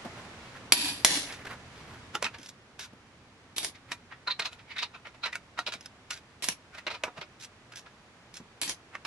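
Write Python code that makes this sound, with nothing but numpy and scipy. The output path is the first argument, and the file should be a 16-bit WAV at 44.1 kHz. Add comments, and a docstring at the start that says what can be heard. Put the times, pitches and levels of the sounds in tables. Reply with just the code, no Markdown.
"""Tightening wheel nuts

A click-type torque wrench tightens the lug nuts of a car wheel in a garage. It gives way with a sharp
click and snaps back with a second one. In between, the ratchet ticks, the socket clatters from nut to
nut, gloves rub and knees bump. A limiter holds down the two loudest clicks, so their echo hangs on."""
import sys
import numpy as np
from scipy import signal
from scipy.fft import rfft, irfft
from scipy.io import wavfile
from scipy.ndimage import uniform_filter1d, minimum_filter1d

SR = 44100
rng = np.random.default_rng(int(sys.argv[2]) if len(sys.argv) > 2 else 0)


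def unload_audio(sound):
    """Save the sound as a 16-bit wav file, at the path given as the first command line argument."""
    columns = np.transpose(np.atleast_2d(sound))
    # keep every value between -1 and 1, then stretch to whole-number steps
    steps = np.round(np.clip(columns, -1, 1) * 32767)
    wavfile.write(sys.argv[1], SR, steps.astype(np.int16))


N = 399546
SIZE = 2 ** 15   # samples in one short sound
AGE, HZ = np.arange(SIZE) / SR, np.fft.rfftfreq(SIZE, 1 / SR)
LEAD_S = 0.08   # time for a sound to build up before its hit
CRACK_FADE_S = 0.02   # every fade_s is the time to fall by 60 dB


def from_db(db):
    """Turn decibels into a gain."""
    return 10 ** (np.asarray(db) / 20)


def decay(age, fade_s):
    """Fall by 60 dB in fade_s seconds."""
    return np.exp(-np.log(1000) * age / max(fade_s, 1e-3))


def swell(age, rise_s, hold_s, fade_s):
    """Build up until age 0, hold, then die away."""
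    return decay(np.maximum(-age, 0), rise_s) * decay(np.maximum(age - hold_s, 0), fade_s)


def tone(points, hz=HZ):
    """Join (pitch_hz, level_db) points into a tone curve in dB."""
    pitch_hz, level_db = np.transpose(points)
    return np.interp(np.log(hz + 1), np.log(pitch_hz), level_db)


def resonances(peaks):
    """Peaks in dB where a part rings; narrow ones are limited in height, so they do not whistle."""
    return sum(min(boost_db, 4 + width_hz / 14) / (1 + (2 * (HZ - hz) / max(width_hz, 40)) ** 2)
               for hz, width_hz, boost_db in peaks)


def weak_resonances(spread_db):
    """Each touch stirs its own mix of the steel's many weak resonances, in dB."""
    grid_hz = np.arange(0, SR / 2, 40)
    return spread_db * np.interp(HZ, grid_hz, rng.standard_normal(len(grid_hz)))


def body(curve_db):
    """Turn a tone curve into a filter of standard power that rings only after a hit (minimum phase)."""
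    cepstrum = irfft(curve_db * np.log(10) / 20)
    cepstrum[1:SIZE // 2] *= 2
    cepstrum[SIZE // 2 + 1:] = 0
    response = np.exp(rfft(cepstrum))
    return response / np.sqrt(np.mean(abs(response) ** 2 * (HZ < 12000)))


def direct(force, response, left_db=-1.3, left_lag_s=0.000032):
    """Sound straight from the wheel, a little to the listener's right."""
    spectrum = rfft(force) * response
    left = spectrum * from_db(left_db) * np.exp(-2j * np.pi * HZ * left_lag_s)
    right = spectrum * from_db(-left_db)
    return irfft(np.array([left, right]))


def diffuse(envelope, response, hz=HZ):
    """Reflections from all sides: left and right are alike in the bass, unrelated in the treble."""
    mid, side = rfft(rng.standard_normal((2, len(envelope))) * envelope) * response
    alike = 0.97 * np.sinc(hz * 0.00043)
    mid, side = mid * np.sqrt((1 + alike) / 2), side * np.sqrt((1 - alike) / 2)
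    return irfft(np.array([mid + side, mid - side]), len(envelope))


def contacts(envelope, uneven_db):
    """Many tiny hits of uneven strength that together carry the envelope's energy."""
    grip = np.interp(np.arange(SIZE), np.arange(0, SIZE, 64), rng.standard_normal(SIZE // 64))
    force = rng.standard_normal(SIZE) * from_db(uneven_db * grip) * envelope
    return force * np.sqrt(np.sum(envelope ** 2) / np.sum(force ** 2))


def chatter(crack, rattle, curve_db, uneven_db, room_db):
    """Loose steel parts: a dry crack and an uneven rattle that spreads into the garage."""
    response = body(curve_db + weak_resonances(spread_db=3.0))
    room_gain = from_db(room_db)
    dry_share = 1 / np.sqrt(1 + room_gain ** 2)
    force = contacts(crack, uneven_db=0) + dry_share * contacts(rattle, uneven_db)
    return direct(force, response) + room_gain * dry_share * diffuse(rattle, response)


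def add(out, start_s, sound):
    """Mix in a short stereo sound and fade out its end."""
    start = max(round(start_s * SR), 0)
    fade = np.minimum((AGE[-1] - AGE) / 0.1, 1) ** 2
    out[:, start:start + SIZE] += (sound * fade)[:, :N - start]


# how loud the garage is: time_s, rumble_db, hiss_db
AIR_LEVELS = [(0, -54, -46.5), (0.699, -53.5, -50.5), (2.051, -53.5, -51.5), (2.55, -60.5, -58.5),
              (9.06, -62.5, -57.5)]
# tone of the rumble and of the hiss: pitch_hz, level_db
RUMBLE_TONE = [(12, -40), (20, -16.5), (75, 5), (124, 8), (151, 3.5), (263, 2.5), (386, -31), (464, -3.5),
               (506, -28), (600, -19.5), (780, -49.5), (1320, -120)]
HISS_TONE = [(180, -13), (300, -2.5), (510, -4.5), (937, -5), (1030, -5), (1280, -5.5), (2180, -7.5),
             (6700, -19.5), (10900, -29.5), (11900, -37), (12500, -68.5), (16200, -97), (22000, -120)]
def garage_air():
    """Rumble and hiss come from all around and sink after the first nut."""
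    out, hz = np.zeros((2, N)), np.fft.rfftfreq(N, 1 / SR)
    time_s, rumble_db, hiss_db = np.transpose(AIR_LEVELS)
    for points, level_db in (RUMBLE_TONE, rumble_db), (HISS_TONE, hiss_db):
        noise = diffuse(np.ones(N), from_db(tone(points, hz)), hz)
        gain = from_db(np.interp(np.arange(N) / SR, time_s, level_db))
        out += gain * noise / noise.std()
    return out


# strokes of gloves and clothes: middle_s, length_s, level_db, pitch_hz
CLOTH_STROKES = [(.03, 0.092, -59, 950), (0.191, 0.04, -51, 1600), (.25, .025, -53, 1300),
                 (0.469, 0.072, -56.5, 3960), (0.565, 0.034, -49.5, 1500), (1.31, 0.063, -44, 2445),
                 (1.404, 0.054, -52, 2010), (1.456, .006, -39, 1500), (1.473, 0.014, -40.5, 1750),
                 (1.515, 0.013, -44.5, 1910), (1.52, 0.051, -44.5, 1350), (1.792, 0.086, -56.5, 4630),
                 (1.916, .1, -53.5, 1100), (1.942, 0.016, -53, 1700), (3.902, 0.028, -53, 2000),
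                 (4.707, 0.029, -60, 2100)]
# tone of the cloth: pitch_hz, level_db
CLOTH_TONE = [(200, -2.5), (700, -3), (1900, -2.5), (3200, -7), (5000, -13), (8000, -19.5), (12000, -20)]
def cloth_rubs():
    """Cloth slides over the tool: a grainy scuff that swells and fades."""
    out = np.zeros((2, N))
    for middle_s, length_s, level_db, pitch_hz in CLOTH_STROKES:
        cloth = body(tone(CLOTH_TONE) + resonances([(pitch_hz, 0.7 * pitch_hz, 7)]))
        stroke = from_db(level_db) * np.exp(-2 * (AGE / length_s - 2) ** 2)
        scuff = direct(contacts(stroke, uneven_db=4), cloth)
        room = from_db(-2.5) * diffuse(stroke, cloth)
        add(out, middle_s - 2 * length_s, scuff + room)
    return out


# bumps of knees and shoes: start_s, level_db, fade_s, pitch_hz
BUMPS = [(0.046, -44, 0.097, 234), (0.047, -43.5, 0.12, 670), (2.149, -41, 0.06, 387),
         (2.228, -60, 0.35, 217), (2.384, -51, 0.094, 265), (2.931, -47, 0.038, 255),
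         (5.753, -50.5, 0.041, 185), (6.487, -51, 0.12, 174), (7.183, -48.5, 0.055, 158),
         (8.399, -48.5, 0.08, 203)]
def soft_bumps():
    """A knee or shoe lands softly: a short, low thud with a dull scuff around it."""
    out = np.zeros((2, N))
    for start_s, level_db, fade_s, pitch_hz in BUMPS:
        dull_db = -10 * np.log10(1 + (3.4 * ((HZ + 1) / pitch_hz - pitch_hz / (HZ + 1))) ** 2)
        envelope = decay(AGE, fade_s) * (1 - decay(AGE, 0.017))
        thud = envelope * np.sin(2 * np.pi * pitch_hz * AGE)
        scuff = from_db(8.5) * diffuse(envelope, body(dull_db))
        add(out, start_s, from_db(level_db) * (thud + scuff))
    return out


# tone of the ratchet, with the highest treble cut away above about 12 kHz: pitch_hz, level_db
RATCHET_TONE = [(60.0, -8), (200.0, -16), (450.0, -4), (1200.0, -5), (2200.0, 9.5), (4200.0, 7.5),
                (6000.0, 2.5), (9000.0, -3), (11600.0, -10.5), (12600, -30)]
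# where the ratchet's head rings: pitch_hz, width_hz, boost_db
HEAD_PEAKS = [(920, 100, 14), (1236.0, 110, 5.2), (1455, 400, 11), (1680, 130, 1.9), (2670, 51, 2.8),
              (3820, 260, 3.3), (4800, 61, 3.4), (5000, 380, 0.56), (5900, 380, 7.9), (6840, 300, 4.8),
              (7400, 190, 5.8), (11300, 2500, 7.6)]
# notes of the pawl, the little catch that rides on the teeth: pitch_hz, level_db
PAWL_NOTES = [(3400, -5), (5260, 2), (6450, -5), (10600, -7)]
# back swings of the handle: start_s, length_s, teeth_per_s, tick_db, rattle_db, drop_db, bright_db
HANDLE_SWINGS = [(1.324, 0.032, 9.1, -39.5, -45, 5, -3), (2.385, 0.06, 33, -47.5, -54.5, 3, -5),
                 (2.431, 0.062, 33.7, -42.5, -55, -4, 5), (2.794, 0.059, 140, -46, -40, 4.5, -2),
                 (5.809, 0.056, 20, -42, -61, -6.5, -2), (6.1067, 0.034, 30, -32, -33, 9, -2),
                 (6.162, 0.023, 140, -56, -46.5, 7, -3), (7.4, 0.026, 60, -57, -50, -0.5, 5),
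                 (7.424, 0.024, 80, -52, -44.5, 1, 5), (7.723, 0.0038, 8, -52, -44, 3, -12),
                 (7.759, 0.04, 57, -40.5, -45, 5, 3), (8.341, 0.035, 35, -42, -50.5, -4.5, 3.5)]
def ratchet():
    """The pawl ticks and pings over the teeth at an even rate, and the head rattles along."""
    out, age = np.zeros((2, N)), AGE - LEAD_S
    tone_db = tone(RATCHET_TONE) + resonances(HEAD_PEAKS)
    for start_s, length_s, teeth_per_s, tick_db, rattle_db, drop_db, bright_db in HANDLE_SWINGS:
        hardness_db = tone([(1500, 0), (6000, bright_db)])
        drop = from_db(-drop_db * np.clip(age / length_s, 0, 1))
        tooth_age = np.maximum(age - np.arange(0, length_s, 1 / teeth_per_s)[:, None], 0)
        teeth = from_db(tick_db) * drop * (tooth_age > 0)
        ticks = from_db(-2) * np.sum(teeth * decay(tooth_age, CRACK_FADE_S), axis=0)
        detune = 1 + 0.02 * rng.standard_normal((len(tooth_age), 1))
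        pawl = sum(from_db(db) * np.sin(2 * np.pi * hz * detune * tooth_age) for hz, db in PAWL_NOTES)
        pings = np.sum(teeth * decay(tooth_age, fade_s=0.026) * pawl, axis=0)
        rattle = from_db(rattle_db) * drop * swell(age, rise_s=0.016, hold_s=length_s, fade_s=0.083)
        head = chatter(ticks, rattle, tone_db + hardness_db, uneven_db=7.0, room_db=-2.5)
        add(out, start_s - LEAD_S, head + direct(pings, from_db(-1)))
    return out


# where the loose socket rings: pitch_hz, width_hz, level_db
CLINK_PEAKS = [(3800, 380, -4), (4000, 260, -3), (4220, 260, 0)]
# clinks of the socket held in the hand: start_s, length_s, level_db
LOOSE_CLINKS = [(4.274, 0.007, -30), (4.302, .002, -33), (4.308, 0.015, -28.5), (4.4, .005, -31.5),
                (4.419, 0.0068, -38), (4.46, 0.01, -47), (4.829, .008, -38), (5.243, 0.011, -48),
                (5.592, .005, -46)]
def socket_clinks():
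    """The loose socket buzzes against the nut for a moment, with a high ring that dies quickly."""
    out, age = np.zeros((2, N)), AGE - LEAD_S
    peaks = sum(from_db(db) / (1 + (2 * (HZ - hz) / width_hz) ** 2) for hz, width_hz, db in CLINK_PEAKS)
    cup = body(20 * np.log10(peaks + 1e-4))
    for start_s, length_s, level_db in LOOSE_CLINKS:
        buzz = from_db(level_db) * swell(age, rise_s=0.0053, hold_s=length_s, fade_s=0.024)
        room = from_db(level_db - 13) * swell(age, rise_s=0.011, hold_s=length_s, fade_s=0.17)
        add(out, start_s - LEAD_S, direct(contacts(buzz, uneven_db=0.5), cup) + diffuse(room, cup))
    return out


# tone of the knocks, with the highest treble cut away above about 12 kHz: pitch_hz, level_db
KNOCK_TONE = [(60, -18), (200, -12), (450, -8), (800, -5), (1100, -4), (1500, -1), (2200, 0), (4200, -4.5),
              (6000, -8), (9000, -15.5), (11600, -17.5), (12600, -36)]
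# ringing shared by all knocks: pitch_hz, width_hz, boost_db
SOCKET_PEAKS = [(640, 110, 3.4), (950, 130, 3.8), (1290, 380, 4.9), (1863, 50, 3.8), (2570, 410, 4),
                (3760, 210, 3), (3970, 94, 3.8), (4600, 150, 1.7), (5200, 120, 4.8), (6500, 270, 0.88)]
# the socket knocks on nut and wheel: start_s, crack_db, crack_fade_s, rattle_db, slide_s,
# bass_db, bright_db, ring_db, wheel_hz, nut_hz, socket_hz
SOCKET_KNOCKS = [(2.1527, -19, 0.012, -32, 0.047, 4.5, -0.5, 12, 850, 1390, 3000),
                 (2.2259, -12, 0.012, -31, 0.019, 0, -7, 9, 590, 1330, 2210),
                 (2.2437, -25, 0.016, -27, 0.013, 0, 3.5, 6.0, 930, 1940, 2700),
                 (2.254, -33, 0.018, -30, 0.02, 2, -1, 9, 990, 1950, 2590),
                 (2.265, -27.5, 0.018, -33, 0.064, -2, -3.5, 6.0, 990, 1330, 2610),
                 (2.3458, -45, 0.018, -40.5, 0.043, 5, 3, 12, 940, 1720, 2170),
                 (3.7535, -49.5, 0.018, -48.5, 0.037, -14, 0, 3, 1120, 2120, 2210),
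                 (3.9188, -21.5, 0.008, -31, 0.021, 1, 4.5, 6.5, 617, 1840, 2400),
                 (4.125, -54, 0.018, -41, 0.076, -4, -12.5, 2, 1010, 1820, 2210),
                 (4.2752, -29.5, 0.024, -26, 0.017, 3, -5.5, 19, 1000, 1420, 4020),
                 (4.311, -42, 0.018, -34, 0.091, -11, -4, -2, 920, 1480, 4050),
                 (4.3955, -19, 0.017, -28.5, 0.012, -1, -3.5, 4, 686, 1340, 4240),
                 (4.422, -45, 0.018, -34.5, 0.024, -7, 0, 3, 900, 1410, 3890),
                 (4.4565, -33, 0.015, -26.5, 0.036, 1.5, 7.5, 10, 990, 1350, 4110),
                 (4.5307, -33, 0.0046, -46, 0.079, -4, 0.5, 9, 680, 1420, 2530),
                 (4.594, -58, 0.018, -49, 0.037, -19, 0, 8, 1030, 1630, 2230),
                 (4.7192, -56, 0.018, -39, 0.11, -8, 4, 12, 940, 2030, 2280),
                 (4.768, -42, 0.018, -34, 0.039, -13, -6, 8.0, 600, 2090, 3700),
                 (4.7825, -34, 0.007, -39, 0.0066, -3, 11, 18, 610, 2090, 3700),
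                 (4.789, -43, 0.018, -27.5, 0.029, -16, 7, 9, 650, 2070, 3680),
                 (4.797, -35, 0.0082, -46, 0.01, -10, -7, 11, 660, 1860, 4060),
                 (4.8304, -39, 0.018, -26.5, 0.055, -3, 8, 6, 960, 2130, 4200),
                 (4.9494, -51, 0.016, -40.5, 0.047, 3.5, -1, 9, 1020, 1370, 2560),
                 (5.055, -59, 0.018, -40, 0.025, -6, -9, 4, 590, 1410, 2320),
                 (5.071, -38, 0.007, -44.5, 0.025, -2, -5, 8.0, 580, 1410, 2320),
                 (5.147, -49, 0.018, -51.5, 0.04, 4, -5, 4, 1070, 1380, 2670),
                 (5.2387, -52, 0.018, -28, 0.032, -2, 9, 10, 950, 1380, 4070),
                 (5.2621, -37, 0.018, -28.5, 0.066, -3, 0, 5, 950, 1560, 2210),
                 (5.278, -42, 0.018, -41, 0.02, -1, -4, 12, 930, 1860, 2200),
                 (5.3289, -29, 0.026, -36, 0.023, -9, -3, 15, 570, 1967, 2400),
                 (5.355, -22.5, 0.014, -38.5, 0.052, -5, -2, 13, 570, 1460, 2240),
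                 (5.579, -47, 0.018, -36.5, 0.027, 1, -6, 4, 940, 1390, 4080),
                 (5.5903, -22.5, 0.015, -29, 0.026, 9.5, 3, 12.5, 950, 1400, 4030),
                 (5.666, -54, 0.018, -29.5, 0.0099, 6, 20, 7.5, 950, 1370, 2520),
                 (5.676, -39, 0.0077, -31, 0.025, 8, 12, 9, 940, 1390, 2480),
                 (5.6843, -30, 0.009, -44, 0.018, 11, -3, 10, 945, 1380, 2650),
                 (5.723, -35, 0.018, -35.5, 0.012, 0, 8, 6.5, 910, 1440, 2270),
                 (5.738, -30, 0.016, -35.5, 0.062, 1, 6.5, 9.5, 670, 1460, 2300),
                 (6.75, -37.5, 0.016, -43.5, 0.072, -4, -4.5, 11, 676, 1510, 2340),
                 (6.785, -35.5, 0.018, -40.5, 0.066, 0, -0.5, 9, 905, 1930, 2560),
                 (6.8669, -46, 0.011, -26.5, 0.0037, 6, 5.5, 7, 625, 2050, 2270),
                 (6.8764, -32.5, 0.014, -32, 0.017, 3, -10, 6.5, 624, 2140, 2640),
                 (6.9044, -50, 0.007, -33.5, 0.02, 0, 3, 4, 820, 2150, 4190),
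                 (6.9139, -39, 0.0087, -35.5, 0.027, 12, 5.5, 9, 835, 2080, 4230),
                 (6.9489, -46, 0.0061, -37, 0.079, 7, 5, 8, 970, 1390, 2420),
                 (7.037, -15.5, 0.0097, -27.5, 0.0076, 7, -2.5, 6, 617, 1290, 2300),
                 (7.08, -35.5, 0.018, -39.5, 0.15, 12, -10, 7.0, 930, 1230, 2450),
                 (7.18, -41.5, 0.024, -40, 0.068, 11, -2, 5, 620, 1280, 2850),
                 (7.214, -46, 0.013, -34, 0.017, 7.5, 3.5, 5.5, 573, 1240, 2970),
                 (7.864, -61, 0.018, -48.5, 0.026, 0, -2, 3, 850, 1580, 2500),
                 (8.952, -29.5, 0.022, -40, 0.086, -2.5, -14.5, 2, 1060, 1430, 2280),
                 (9.0509, -28.5, 0.014, -32.5, 0.0095, 0, 0, 5, 880, 1290, 2290)]
def socket_clatter():
    """The socket slides, hits and rattles; each touch rings wheel, nut and socket in its own way."""
    out, age = np.zeros((2, N)), AGE - LEAD_S
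    tone_db = tone(KNOCK_TONE) + resonances(SOCKET_PEAKS)
    for (start_s, crack_db, crack_fade_s, rattle_db, slide_s,
         bass_db, bright_db, ring_db, *ring_hz) in SOCKET_KNOCKS:
        parts = zip(ring_hz, (0.7, 1, 0.75))   # the nut rings most
        peaks_db = resonances([(hz, 70 + 0.055 * hz, share * ring_db) for hz, share in parts])
        # the more the crack stands above the rattle, the more treble
        treble_db = bright_db - 5 + 0.57 * (crack_db - rattle_db)
        hardness_db = tone([(70, bass_db - 9), (250, bass_db), (600, bass_db),
                            (1800, 0), (4000, bright_db), (8000, treble_db)])
        crack = from_db(crack_db) * (age >= 0) * decay(abs(age), crack_fade_s)
        settle_s = 0.088 * 2 ** (-(rattle_db + 30) / 75)   # a firm blow settles sooner
        rattle = from_db(rattle_db) * swell(age, rise_s=slide_s, hold_s=0, fade_s=settle_s)
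        knock = chatter(crack, rattle, tone_db + peaks_db + hardness_db, uneven_db=1.5, room_db=0)
        add(out, start_s - LEAD_S, knock)
    return out


# low notes of wheel and tyre: pitch_hz, level_db, fade_s
WHEEL_NOTES = [(278.6, -27, 0.85), (293, -20.5, 0.59), (312, -27, 0.42), (360, -19.5, 0.34)]
def wheel_boom(swell_at_s=0.126, swell_width_s=0.013, swell_hz=289):
    """A click jolts wheel and tyre into a boom, which swells once more shortly after."""
    boom = sum(from_db(db) * np.sin(2 * np.pi * hz * AGE) * decay(AGE, fade_s)
               for hz, db, fade_s in WHEEL_NOTES)
    late_swell = from_db(-17.5) * np.exp(-((AGE - swell_at_s) / swell_width_s) ** 2)
    return boom + late_swell * np.sin(2 * np.pi * swell_hz * AGE)


# notes of the wrench's tube: pitch_hz, level_db
TUBE_NOTES = [(1747, -32), (1915, -25.5), (2162, -21.5), (3157, -24.5), (3497, -26.5), (3696, -24),
              (4056, -21), (4445, -27), (5158, -27.5), (5870, -25), (10643, -25), (11170, -26.5)]
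def tube_ring():
    """The steel tube sings on after a click, with a new mix of its notes each time."""
    offsets_db = 5.5 * rng.standard_normal(len(TUBE_NOTES))
    notes = sum(from_db(db + offset_db) * np.sin(2 * np.pi * hz * AGE)
                for (hz, db), offset_db in zip(TUBE_NOTES, offsets_db))
    return decay(AGE, fade_s=0.35) * notes


def lever_slam():
    """The blow of the lever inside the wrench: a very short burst, about equally strong at all pitches."""
    envelope = decay(AGE, CRACK_FADE_S)
    flat_spectrum = np.exp(1j * np.angle(rfft(contacts(envelope, uneven_db=0))))
    force = irfft(flat_spectrum) * decay(AGE, 4 * CRACK_FADE_S)
    return force * np.sqrt(np.sum(envelope ** 2) / np.sum(force ** 2))


# tone of the clicks as the wrench gives way and snaps back: pitch_hz, level_db
GIVE_TONE = [(60, -17.5), (200, -11), (450, -14), (1300, -6), (3000, -3.5), (6500, -10), (9000, -10),
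             (11500, -20), (12500, -26.5)]
SNAP_TONE = [(60, -22), (200, -10.5), (450, -15.5), (1300, -12.5), (3000, -9), (6500, -11), (9000, -13),
             (11500, -15.5), (12500, -27)]
# where each kind of click rings: pitch_hz, width_hz, boost_db
GIVE_PEAKS = [(633, 87, 4.5), (973, 110, 8.1), (1690, 210, 4.2), (2305, 99, 5), (2418, 220, 4),
              (2712, 250, 2.9), (3200, 490, 5.5), (3680, 380, 5.5), (4100, 300, 2.6), (4660, 510, 5),
              (5397, 175, 3), (5766, 340, 5.8), (7470, 295, 3), (8140, 510, 5.5), (10030, 330, 4),
              (10600, 600, 22.5), (11270, 530, 28)]
SNAP_PEAKS = [(669, 340, 6.6), (1000, 70, 17), (1650, 370, 4.3), (1940, 1300, 7), (2250, 202, 4),
              (2950, 129, 5), (3320, 880, 4.7), (4030, 387, 4.2), (4418, 240, 4), (5040, 240, 8.2),
              (5650, 490, 8.5), (6450, 700, 5.1), (7360, 700, 3), (9000, 560, 10.5), (10060, 1000, 12.2),
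              (10625, 181, 8), (11050, 450, 23)]
# added tone of the bright, lean crack and of the garage's echo: pitch_hz, level_db
CRACK_TONE = [(100, -8.5), (300, 0.5), (1000, -1), (3000, -3.5), (7000, 4), (11500, -4.5)]
ECHO_TONE = [(100, 3), (450, 4), (1500, -4.5), (4000, 0), (8000, 1.5), (11500, -10.5)]
# the wrench gives way, then snaps back:
# start_s, crack_db, tail_db, length_s, nut_low_hz, nut_mid_hz, nut_high_hz
GIVE_CLICKS = [(0.7215, 14.5, -9, 0.56, 2445, 4370, 4770), (3.563, -36, -36, 0.1, 2320, 3620, 6050),
               (3.582, -20, -38.5, 0.087, 3550, 4700, 8550),
               (6.4237, -34.5, -34.5, 0.081, 2220, 5050, 6650),
               (6.4425, -22.5, -46, 0.054, 2280, 5050, 6650), (8.6153, -23, -31.5, 0.062, 2550, 4680, 7600),
               (8.633, -27.5, -47, .04, 2550, 4680, 7600)]
SNAP_CLICKS = [(1.0477, 8.5, -13, 0.33, 2000, 3440, 4140), (3.630, -34, -35, 0.062, 3620, 4820, 9500),
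               (3.6465, -21.5, -46, 0.043, 3700, 4820, 9600), (6.4865, -16, -35, 0.047, 2380, 2700, 5850),
               (8.677, -33, -35.5, 0.055, 3300, 4550, 6200), (8.695, -23.5, -35, 0.03, 3250, 4430, 6050)]
def wrench_clicks(clicks, tone_points, peaks):
    """The lever slams against the tube: a crack and a short ring, then a tail of echo, boom and tube."""
    out, boom = np.zeros((2, N)), wheel_boom()
    tone_db, wrench_db = tone(tone_points), resonances(peaks)
    for start_s, crack_db, tail_db, length_s, *nut_hz in clicks:
        peaks_db = wrench_db + resonances([(hz, 0.095 * hz, 5.5) for hz in nut_hz])
        near = body(tone_db + 0.9 * peaks_db + tone(CRACK_TONE))   # a brief crack shows the peaks less
        steel = body(tone_db + peaks_db)
        far = body(tone_db + peaks_db + tone(ECHO_TONE) + weak_resonances(spread_db=3.2))
        crack = direct(lever_slam(), near)
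        # the harder the click, the more the steel rings on
        ring = from_db(-10.2 + 0.13 * crack_db) * diffuse(decay(AGE, fade_s=0.08), near)
        # reflections arrive in uneven bunches
        bunches = from_db(1.8 * np.interp(AGE, AGE[::128], rng.standard_normal(SIZE // 128)))
        echo = diffuse(decay(AGE, fade_s=0.45) * bunches, far)
        tail = echo + boom + direct(tube_ring(), steel)
        ending = 1 / np.sqrt(1 + (AGE / length_s) ** 8)   # the echo of the later clicks stops short
        add(out, start_s, ending * (from_db(crack_db) * (crack + ring) + from_db(tail_db) * tail))
    return out


def scene():
    """Wrench, socket, ratchet and the mechanic's movements over the garage's background."""
    give_way = wrench_clicks(GIVE_CLICKS, GIVE_TONE, GIVE_PEAKS)
    snap_back = wrench_clicks(SNAP_CLICKS, SNAP_TONE, SNAP_PEAKS)
    socket = (socket_clatter() + socket_clinks()) * from_db([[-0.1], [0.1]])   # left, right
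    air = garage_air() * from_db([[-0.6], [0.6]])
    return air + ratchet() + soft_bumps() + cloth_rubs() + socket + give_way + snap_back


def limiter(sound, threshold_db, release_db_per_s):
    """The volume drops at once on a loud peak and climbs back steadily."""
    power = uniform_filter1d(np.mean(sound ** 2, axis=0), size=130)
    over_db = np.maximum(10 * np.log10(np.maximum(power, 1e-12)) - threshold_db, 0)
    ahead_db = -minimum_filter1d(-over_db, size=180)   # start just before the peak
    climb_db = release_db_per_s * np.arange(N) / SR
    return sound * from_db(climb_db - np.maximum.accumulate(ahead_db + climb_db))


def record(dry):
    """Hold down the loud clicks, round off their peaks and cut the highest treble."""
    held = limiter(dry, threshold_db=-8.0, release_db_per_s=122.5)
    rounded = held / (1 + (held / 0.85) ** 4) ** 0.25
    treble_cut = signal.cheby2(12, 35, 12700, fs=SR, output="sos")
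    return signal.sosfiltfilt(treble_cut, rounded)


dry = scene()
out = record(dry)
unload_audio(out)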